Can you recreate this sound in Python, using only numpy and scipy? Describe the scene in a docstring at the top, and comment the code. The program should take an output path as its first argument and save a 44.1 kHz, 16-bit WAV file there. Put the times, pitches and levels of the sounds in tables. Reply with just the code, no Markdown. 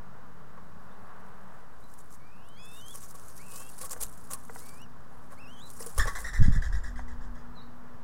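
"""Far traffic drones throughout as shaped noise and gliding notes, with a thin whine and hiss from the preamp.
A dull tap rings the box and a far songbird chips; then two fledglings cheep in gliding whistles between
gritty rustles on dry twigs, snapping twigs and claw taps. At last the parent dove leaps from the nest box, its
wing feathers whistling on each downstroke as fluttering tones and rushing air that fade away, while the
draught buffets the microphone in low puffs and jolts; the songbird chips once more near the end."""
import sys
import numpy as np
from scipy import signal
from scipy.fft import rfft, irfft, next_fast_len
from scipy.io import wavfile
from scipy.ndimage import uniform_filter1d, map_coordinates

SR = 44100
rng = np.random.default_rng(int(sys.argv[2]) if len(sys.argv) > 2 else 0)


def store_wav(level_fs):
    """Save 16-bit WAV to argv[1]."""
    pcm = np.round(np.clip(np.atleast_2d(level_fs), -1, 1) * 32767)
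    wavfile.write(sys.argv[1], SR, pcm.T.astype(np.int16))


N = 354299
TIME = np.arange(N) / SR


def amp(db):
    """Turn decibels into a plain multiplier."""
    return 10 ** (np.asarray(db) / 20)


def unit(x):
    """Scale x to an average strength (rms) of 1."""
    return x / np.sqrt(np.mean(x ** 2) + 1e-20)


def curves(rows):
    """One value per sample for each column after the time."""
    s, *cols = np.transpose(rows)
    return [np.interp(TIME, s, c) for c in cols]


def window(start, length, rise, fall):
    """A straight rise from start to 1, then an exponential fall once length has passed (all in s)."""
    t = TIME - start
    return np.clip(t / rise, 0, 1) * np.exp(-np.clip(t - length, 0, None) / fall)


def wobble(rate):
    """A smooth random curve through rate random points a second."""
    points = rng.standard_normal(int(N * rate / SR) + 4)
    return map_coordinates(points, [TIME * rate])


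def filtered(x, response):
    """Multiply the spectrum of x by a response that depends on frequency."""
    m = next_fast_len(len(x) + 8192)
    return irfft(rfft(x, m) * response(np.fft.rfftfreq(m, 1 / SR)), m)[:len(x)]


def coloured(x, points):
    """Shape the spectrum of x by (f/Hz, level/dB) points on a log axis, then set rms to 1."""
    f, db = np.transpose(points)
    return unit(filtered(x, lambda hz: amp(np.interp(np.log(hz + 1), np.log(f + 1), db))))


def resonances(modes):
    """Response of things that ring at (f/Hz, width/Hz, level/dB), with alternating signs."""
    def response(f):
        return sum((-1) ** k * amp(db) * 1j * f * width / (centre ** 2 - f ** 2 + 1j * f * width)
                   for k, (centre, width, db) in enumerate(modes))
    return response


def echoes(x, t60):
    """Spread x into a dying random tail that loses 60 dB in t60 seconds."""
    tail = rng.standard_normal(SR // 2) * amp(-60 * TIME[:SR // 2] / t60)
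    return signal.fftconvolve(x, tail / np.linalg.norm(tail))[:N]


def grit(per_s, spread_db, share):
    """Noise with scattered sharp grains in it, rms 1."""
    strength = amp(spread_db * np.minimum(rng.exponential(size=N), 3.5))
    grains = (rng.random(N) < per_s / SR) * strength * rng.standard_normal(N)
    return unit(rng.standard_normal(N) + share * unit(grains))


# Far engine notes, one list each: t/s, f/Hz, level/dB
ENGINE_NOTES = [
    [(0, 128, -58), (1.1, 185, -67.5)],
    [(0, 188, -63.5), (1.4, 192, -59.5), (2.1, 190, -86)],
    [(4.8, 150, -66.5), (8.03, 140, -64)],
    [(4.2, 248, -65.5), (5.5, 246.5, -61.5), (6.6, 243, -76), (7, 241, -54), (8.03, 241, -58.5)],
]


def engine_note(rows):
    """A far engine gives a tone that holds or glides and wavers a little."""
    hz, db = curves(rows)
    start = rows[0][0] - .1
    gate = window(start, rows[-1][0] - start, .1, .1)
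    phase = 2 * np.pi * np.cumsum(hz + 3 * wobble(15)) / SR
    return np.sqrt(2) * gate * amp(db + 2.26 * wobble(12)) * np.sin(phase)


# Slow swell of the traffic: t/s, tyre level/dB, engine level/dB
TRAFFIC_SWELL = [(0, -54.5, -57), (.7, -55.5, -55.5), (1.15, -51, -56.5), (1.55, -54, -57),
                 (1.9, -57.5, -57), (4.5, -56, -55), (8.03, -55, -55)]
# Tone colour of tyres and of engines, drone of the hollow box included: f/Hz, relative level/dB per Hz
TYRE_COLOUR = [(180, -19), (345, -51), (402, -2), (556, -4), (762, -3.5), (1110, 0), (1700, -7.5),
               (2200, -19), (4000, -30), (5200, -54)]
ENGINE_COLOUR = [(20, -54), (32, -25), (183, -26.5), (400, -39.5), (880, -120)]


def traffic():
    """Many distant tyres and engines blend into shaped noise that swells slowly, with a few clear notes."""
    tyre_db, engine_db = curves(TRAFFIC_SWELL)
    tyres = amp(tyre_db + 0.62 * wobble(12)) * coloured(rng.standard_normal(N), TYRE_COLOUR)
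    engines = amp(engine_db + 0.43 * wobble(2.1)) * coloured(rng.standard_normal(N), ENGINE_COLOUR)
    return tyres + engines + sum(engine_note(rows) for rows in ENGINE_NOTES)


CHEEP_HZ = 3000  # pitch at which the voice levels hold


def whistle(rows, octave_db, waver_hz):
    """A bird's syrinx gives a gliding sine with a fitful octave that thins at high pitch."""
    hz, db = curves(rows)
    phase = 2 * np.pi * np.cumsum(hz + waver_hz * (wobble(70) + 0.6 * wobble(300))) / SR
    gate = window(rows[0][0], rows[-1][0] - rows[0][0], 0.0035, 0.0019)
    octave = amp(octave_db - 10 * np.log2(hz / CHEEP_HZ) + 4.5 * wobble(25)) * np.sin(2 * phase)
    return np.sqrt(2) * gate * amp(db + 1.6 * wobble(40)) * (np.sin(phase) + octave)


# Chips of a songbird further off, one list each: t/s, f/Hz, level/dB
SONGBIRD_CHIPS = [
    [(.905, 3650, -70), (.93, 3680, -72), (.955, 4020, -80)],
    [(1.825, 3750, -76), (1.843, 4080, -70), (1.865, 3730, -79)],
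    [(7.55, 4280, -74), (7.575, 3870, -55.5), (7.61, 3800, -61), (7.628, 4560, -68)],
]


def songbird():
    """Far chips trail echoes off walls and trees."""
    chips = sum(whistle(rows, -36, waver_hz=70) for rows in SONGBIRD_CHIPS)
    return chips + amp(-2.5) * echoes(chips, t60=0.31)


def scrape(per_s, spread_db, catch_s, bed):
    """Noise that flares each time a barb catches, then dies away with time constant catch_s, over a bed."""
    strength = amp(spread_db * np.minimum(rng.exponential(size=N), 3))
    catches = (rng.random(N) < per_s / SR) * strength
    flares = signal.fftconvolve(catches, np.exp(-TIME[:SR // 20] / catch_s))[:N]
    return rng.standard_normal(N) * (bed + flares)


def patchy(x, depth_db):
    """Give x bright and dull patches that shift from moment to moment."""
    spectrum = signal.stft(x, nperseg=128)[2]
    field = rng.standard_normal(spectrum.shape)
    field = uniform_filter1d(field, size=5, axis=0)  # smooth over frequency
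    field = uniform_filter1d(field, size=9, axis=1)  # smooth over time
    return unit(signal.istft(spectrum * amp(depth_db * unit(field)), nperseg=128)[1][:N])


# Bodies shifting on the twigs: t/s, hiss level/dB
RUSTLE = [(1.7, -78), (2.0, -65), (2.3, -78), (2.6, -70.5), (2.7, -55), (3.45, -57.5), (3.55, -49),
          (3.75, -56.5), (4.5, -59), (4.6, -52.5), (4.76, -57), (4.86, -79), (5.3, -70), (5.6, -67),
          (5.72, -54.5), (5.97, -50.5), (6.198, -51)]
# Feathers dragged over twigs and wall, after one dull tap ringing the box at 0.573 s:
# t/s, length/s, hiss level/dB, box level/dB
TAP_AND_DRAGS = [(0.573, .008, -82, -49.5), (1.975, 0.034, -57, -81), (2.102, 0.048, -56, -75),
                 (2.937, 0.023, -46, -56), (2.968, .015, -51.5, -56), (3.008, 0.041, -48, -61),
                 (3.138, 0.023, -53.5, -55), (3.518, 0.067, -45.5, -56.5), (3.591, 0.034, -45.5, -52),
                 (3.778, 0.012, -46, -60), (3.801, 0.059, -40.5, -49.5), (3.903, 0.031, -39, -49),
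                 (3.96, 0.011, -56, -46.5), (4.002, 0.035, -35, -47), (4.3, 0.048, -39.5, -47),
                 (5.306, 0.027, -60.5, -48.5), (5.782, 0.064, -46.5, -52), (5.86, 0.0062, -40, -48),
                 (5.976, 0.014, -35, -35), (6.051, 0.028, -60, -38.5), (6.178, 0.061, -51.5, -50.5)]
# Twigs snapping: t/s, level/dB
TWIG_SNAPS = [(1.939, -41), (2.487, -47), (2.883, -36), (3.084, -48), (3.601, -37), (3.8953, -32),
              (4.03, -29), (4.042, -34), (4.334, -21.5), (4.817, -43.5), (5.7017, -35)]
# Tone colour of feather hiss and twig cracks: f/Hz, relative level/dB per Hz
FEATHER_COLOUR = [(1500, -13), (3500, -12), (4700, -6.5), (7500, 0.5), (9800, 2.5), (11500, -2.5),
                  (15200, -8)]
# Resonances of the air in the box: f/Hz, width/Hz, relative level/dB
BOX_AIR = [(500, 71, -0.5), (848, 94, -7.5), (1116, 38, 5.5), (1620, 570, -12.5)]


def nest():
    """A tap rings the air in the box; feathers rub on twigs as gritty hiss and stir that air; twigs snap."""
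    hiss_level = amp(curves(RUSTLE)[0] + 1.8 * wobble(30)) * window(0, RUSTLE[-1][0], 1, .04)
    box_level = np.zeros(N)
    for start, length, hiss_db, box_db in TAP_AND_DRAGS:
        contact = window(start, length, .25 * length, .007)
        hiss_level = np.hypot(hiss_level, amp(hiss_db) * contact)
        box_level = np.hypot(box_level, amp(box_db) * contact)
    barbs = scrape(220, 4.5, .0007, bed=1.3) * amp(2 * wobble(120))
    hiss = hiss_level * patchy(coloured(barbs, FEATHER_COLOUR), depth_db=2.5)
    # noise peaks stand above its rms, hence the 7 dB cut
    snap_level = sum(amp(db - 7) * window(s, 0.00061, 0.00029, 0.0026) for s, db in TWIG_SNAPS)
    snaps = snap_level * coloured(np.sign(rng.standard_normal(N)), FEATHER_COLOUR)
    box = box_level * unit(filtered(grit(340, 0.57, 0.88), resonances(BOX_AIR)))
    return hiss + snaps + box


# Claws tapping the rim: t/s, level/dB (scales the whole tap), low ring level/dB
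CLAW_TAPS = [(3.935, -41, -10), (4.496, -41, 0), (4.56, -38.5, -9), (5.805, -49, 11), (5.863, -54.5, 18.5),
             (6.186, -40, -30), (6.993, -38, -24)]
# Ringing tones of the rim: f/Hz, relative level/dB, time to fall 60 dB/s
RIM_TONES = [(960, 10, 0.011), (1940, -2, 0.031), (778, -5, 0.041), (1420, 8.5, 0.01)]
# Low ring of the rim: f/Hz, time to fall 60 dB/s
RIM_LOW = (465, 0.1)


def knocks():
    """Each claw tap sets the rim ringing, its upper tones at new strengths."""
    out, t = np.zeros(N + SR), TIME[:SR // 2]
    low_hz, low_t60 = RIM_LOW
    for start, tap_db, low_db in CLAW_TAPS:
        ring = sum(amp(level + rng.normal(0, 2) - 60 * t / t60) * np.sin(2 * np.pi * hz * t)
                   for hz, level, t60 in RIM_TONES)
        low = amp(low_db - 60 * t / low_t60) * np.sin(2 * np.pi * low_hz * t)
        soft_start = 1 - np.exp(-t / .0006)
        out[round(start * SR):][:len(t)] += amp(tap_db) * (ring + low) * soft_start
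    return out[:N]


START_DB, END_DB = -2, -5  # added to the two ends of a cheep
PAST_PEAK_DB = -11  # the voice gives way after its top note


def cheep(level_db, swell_db, octave_db, pitch):
    """Level changes with pitch, by each voice's own swell; some grow fainter as they rise."""
    s, hz = np.transpose(pitch)
    db = level_db + swell_db * np.log2(hz / CHEEP_HZ)
    db[np.argmax(hz) + 1:] += PAST_PEAK_DB
    db[[0, -1]] += [START_DB, END_DB]
    return whistle(np.transpose([s, hz, db]), octave_db, waver_hz=26)


# Fledgling voices, some in pairs from one throat:
# level/dB at 3000 Hz, swell/dB per octave of pitch, octave level/dB at 3000 Hz, pitch curve of (t/s, f/Hz)
FLEDGLING_CHEEPS = [ (-66, 28, -14, [(2.19, 2130), (2.43, 2610), (2.5, 3040), (2.545, 3090), (2.58, 3320),
                    (2.8, 3730), (2.828, 3200)]), (-73, -13, -21, [(2.2, 2210), (2.28, 2360), (2.42, 2880),
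                    (2.5, 3760), (2.63, 4470)]), (-57, 13, -10, [(2.562, 2050), (2.6, 2515), (2.73, 2640),
                    (2.83, 3060), (2.895, 3250), (2.912, 3460), (2.93, 3470), (2.94, 3200), (2.98, 3000)]),
                    (-62.5, -1, -17.5, [(3.382, 1675), (3.4, 2200), (3.47, 2660), (3.52, 2520),
                    (3.695, 2780), (3.708, 2540)]), (-67.5, 5, -20, [(3.39, 2090), (3.42, 2650),
                    (3.47, 2750), (3.5, 2770), (3.69, 3350), (3.708, 3070)]), (-56, 27, -7.5, [(4.57, 1780),
                    (4.635, 2230), (4.77, 2410), (4.835, 2960), (4.865, 2500)]),
                    (-58, -2, -12.5, [(5.375, 2114), (5.408, 2680), (5.425, 2600), (5.44, 2740),
                    (5.465, 2550), (5.53, 3150), (5.595, 3040), (5.63, 3830), (5.675, 3760),
                    (5.694, 3110)]), (-68, 33, -8, [(5.56, 3306), (5.6, 3300), (5.63, 3950), (5.68, 4040),
                    (5.69, 3870)]), ]


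def fledglings():
    """Young voices close to the microphone, without echo."""
    return sum(cheep(*voice) for voice in FLEDGLING_CHEEPS)


def eddies(points, smooth_s):
    """Low turbulent pressure; its chance swells are evened out over smooth_s seconds."""
    x = coloured(rng.standard_normal(N), points)
    size = int(smooth_s * SR)
    power = uniform_filter1d(uniform_filter1d(x * x, size), size)
    return unit(x / np.sqrt(np.abs(power) + 0.039))


# Tone colour of the slow heave and of the faster rumble: f/Hz, relative level/dB per Hz
HEAVE_COLOUR = [(12, 2.5), (30, 0.5), (55, -7), (100, -29), (400, -120)]
RUMBLE_COLOUR = [(40, -8.5), (80, 3.5), (150, -13.5), (500, -43.5), (1500, -120)]
# Puffs of wing draught on the microphone: t/s, length/s, heave level/dB
PUFFS = [(3.992, 0.056, -41), (5.991, 0.024, -21), (6.055, 0.019, -29), (6.403, 0.047, -10.5),
         (6.478, 0.033, -14.5), (6.554, 0.031, -18.5), (6.663, 0.12, -26), (7.153, 0.049, -42)]
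# Stirred air between puffs: t/s, heave level/dB
WAKE = [(5.95, -38), (6.19, -39.5), (6.36, -28.5), (6.84, -33), (7.3, -36.5), (7.551, -49.5)]
# Tight vortices hitting the microphone: t/s, peak level/dB, f/Hz
JOLTS = [(6.055, -34, 110), (6.421, -12, 117), (6.484, -17, 193), (6.563, -25.5, 147)]
PUFF_RISE_S, PUFF_FALL_S = 0.012, 0.017
RUMBLE_DB, RUMBLE_GROWS = -8, 1.31  # faster eddies grow more steeply: dB per dB of heave
JOLT_CYCLES = 0.75  # half-width of a jolt, in cycles of its own frequency


def draught():
    """Air pushed by the wings washes over the microphone in puffs and jolts, over a lingering wake."""
    heave, rumble = eddies(HEAVE_COLOUR, 0.028), eddies(RUMBLE_COLOUR, 0.011)
    heave_level = amp(curves(WAKE)[0]) * window(WAKE[0][0], WAKE[-1][0] - WAKE[0][0], 0.025, 0.064)
    rumble_level = np.zeros(N)
    for start, length, heave_db in PUFFS:
        rise = np.clip(TIME - start, None, 0) / PUFF_RISE_S
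        fall = np.clip(TIME - start - length, 0, None) / PUFF_FALL_S
        puff = np.exp(rise - fall)
        heave_level = np.hypot(heave_level, amp(heave_db) * puff)
        rumble_level = np.hypot(rumble_level, amp(RUMBLE_DB + RUMBLE_GROWS * heave_db) * puff)
    jolts = np.zeros(N)
    for centre, peak_db, hz in JOLTS:
        cycles = (TIME - centre) * hz
        jolts += amp(peak_db) * np.exp(-(cycles / JOLT_CYCLES) ** 2) * np.cos(2 * np.pi * cycles)
    return heave_level * heave + rumble_level * rumble * amp(1.5 * wobble(45)) + jolts


# Downstrokes of the parent, fading as it flies off: t/s, level/dB, basic flutter f/Hz
DOWNSTROKES = [(5.993, -28, 1850), (6.069, -34.5, 1897), (6.151, -39, 1915), (6.242, -40, 1947),
               (6.331, -41.5, 1972), (6.42, -43.5, 1835), (6.52, -44.5, 1884), (6.619, -45.5, 1850),
               (6.724, -47.5, 1867), (6.834, -49.5, 1825), (6.957, -54.5, 1830), (7.078, -56.5, 1822),
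               (7.208, -60.5, 1835), (7.349, -60.5, 1820)]
# Harmonics of a fluttering feather, from the first up: relative level/dB
FLUTTER_HARMONICS = [9, -6, -2.5, -3.5, -9, -14.5]
# Strokes whose feathers flutter nearly in step: row number, counted from 0
IN_STEP = [0, 3]
CLOSE_SPREAD, FANNED_SPREAD = .03, .08  # how far apart the feather rates lie, in step and on other strokes
IN_BOX_STROKES = 3  # the first strokes are made inside the box
CRAMPED_S, STROKE_S = 0.011, .045  # length of a stroke before its fall, in the box and outside
SCOOP, SCOOP_S, SAG_PER_S = 0.076, .008, 0.95  # flutter starts low, speeds up, then slows late in the stroke
RUSH_IN_DB, RUSH_OUT_DB, RUSH_FADE_DB_PER_S = -4, -5, 2.5  # air rush over the whistle, in the box and outside
BOOM_DB = 8.5  # strokes inside the box ring one of its air modes


def wingbeats(count=5):
    """On each downstroke several primaries flutter at different, unsteady rates, and air rushes through."""
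    s, stroke_db, hz = np.transpose(DOWNSTROKES)
    leave = s[IN_BOX_STROKES]
    length = np.where(s < leave, CRAMPED_S, STROKE_S)
    level = amp(stroke_db) @ [window(start, span, 0.0027, 0.024) for start, span in zip(s, length)]

    beat = np.searchsorted(s[1:] - .01, TIME)  # which stroke each sample belongs to
    age = np.clip(TIME - s[beat], 0, .08)
    sag = 1 - SCOOP * np.exp(-age / SCOOP_S) - SAG_PER_S * age
    spread = np.where(np.isin(beat, IN_STEP), CLOSE_SPREAD, FANNED_SPREAD)
    flutter = np.zeros(N)
    for place in np.linspace(-1, 1, count):  # one feather at a time
        chance = rng.standard_normal((len(s), 2))[beat]  # new rate and strength on each stroke
        detune = 1 + spread * (place + .2 * chance[:, 0]) + .02 * wobble(90) + .022 * wobble(500)
        phase = 2 * np.pi * np.cumsum(hz[beat] * sag * detune) / SR
        feather = sum(amp(db + 5.8 * wobble(200)) * np.sin((k + 1) * phase)
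                      for k, db in enumerate(FLUTTER_HARMONICS))
        flutter += amp(1.6 * chance[:, 1]) * feather

    rush = coloured(grit(600, 3.3, 0.4), [(300, -7), (1100, 0), (1700, 9), (2200, -7.5),
                                          (2800, -21), (4000, -10), (15000, -22)])
    in_box = TIME < leave
    rush_db = np.where(in_box, RUSH_IN_DB, RUSH_OUT_DB - RUSH_FADE_DB_PER_S * (TIME - leave))
    wings = level * (unit(flutter) + amp(rush_db) * rush)
    wings = wings + amp(BOOM_DB) * filtered(wings * in_box, resonances(BOX_AIR[2:3]))
    return wings + amp(-14) * echoes(wings, t60=0.5)  # walls nearby fill the gaps


def scene():
    """All the sounds around the nest box, added together."""
    background = traffic() + songbird()
    box = nest() + knocks() + fledglings()
    return (background + box + draught() + wingbeats())[None]


# Tone colour of the preamp hiss: f/Hz, relative level/dB per Hz
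HISS_COLOUR = [(1500, -54), (3000, -8), (5000, -5.5), (9000, -11.5), (15800, -13.5)]
HISS_DB, WHINE_DB, WHINE_HZ = -71.5, -84.5, 13170  # the whine is thin and electronic
OFFSET, TOP_HZ = -.022, 15830  # constant shift of the signal; nothing else passes from TOP_HZ up


def record(dry):
    """Add preamp hiss and a whine of narrow noise, cut the top of the band, then add a DC offset."""
    hiss = amp(HISS_DB) * coloured(rng.standard_normal(N), HISS_COLOUR)
    whine = amp(WHINE_DB) * unit(filtered(rng.standard_normal(N), resonances([(WHINE_HZ, 60, 0)])))
    return filtered(dry[0] + hiss + whine, lambda hz: hz < TOP_HZ)[None] + OFFSET


dry = scene()
out = record(dry)
store_wav(out)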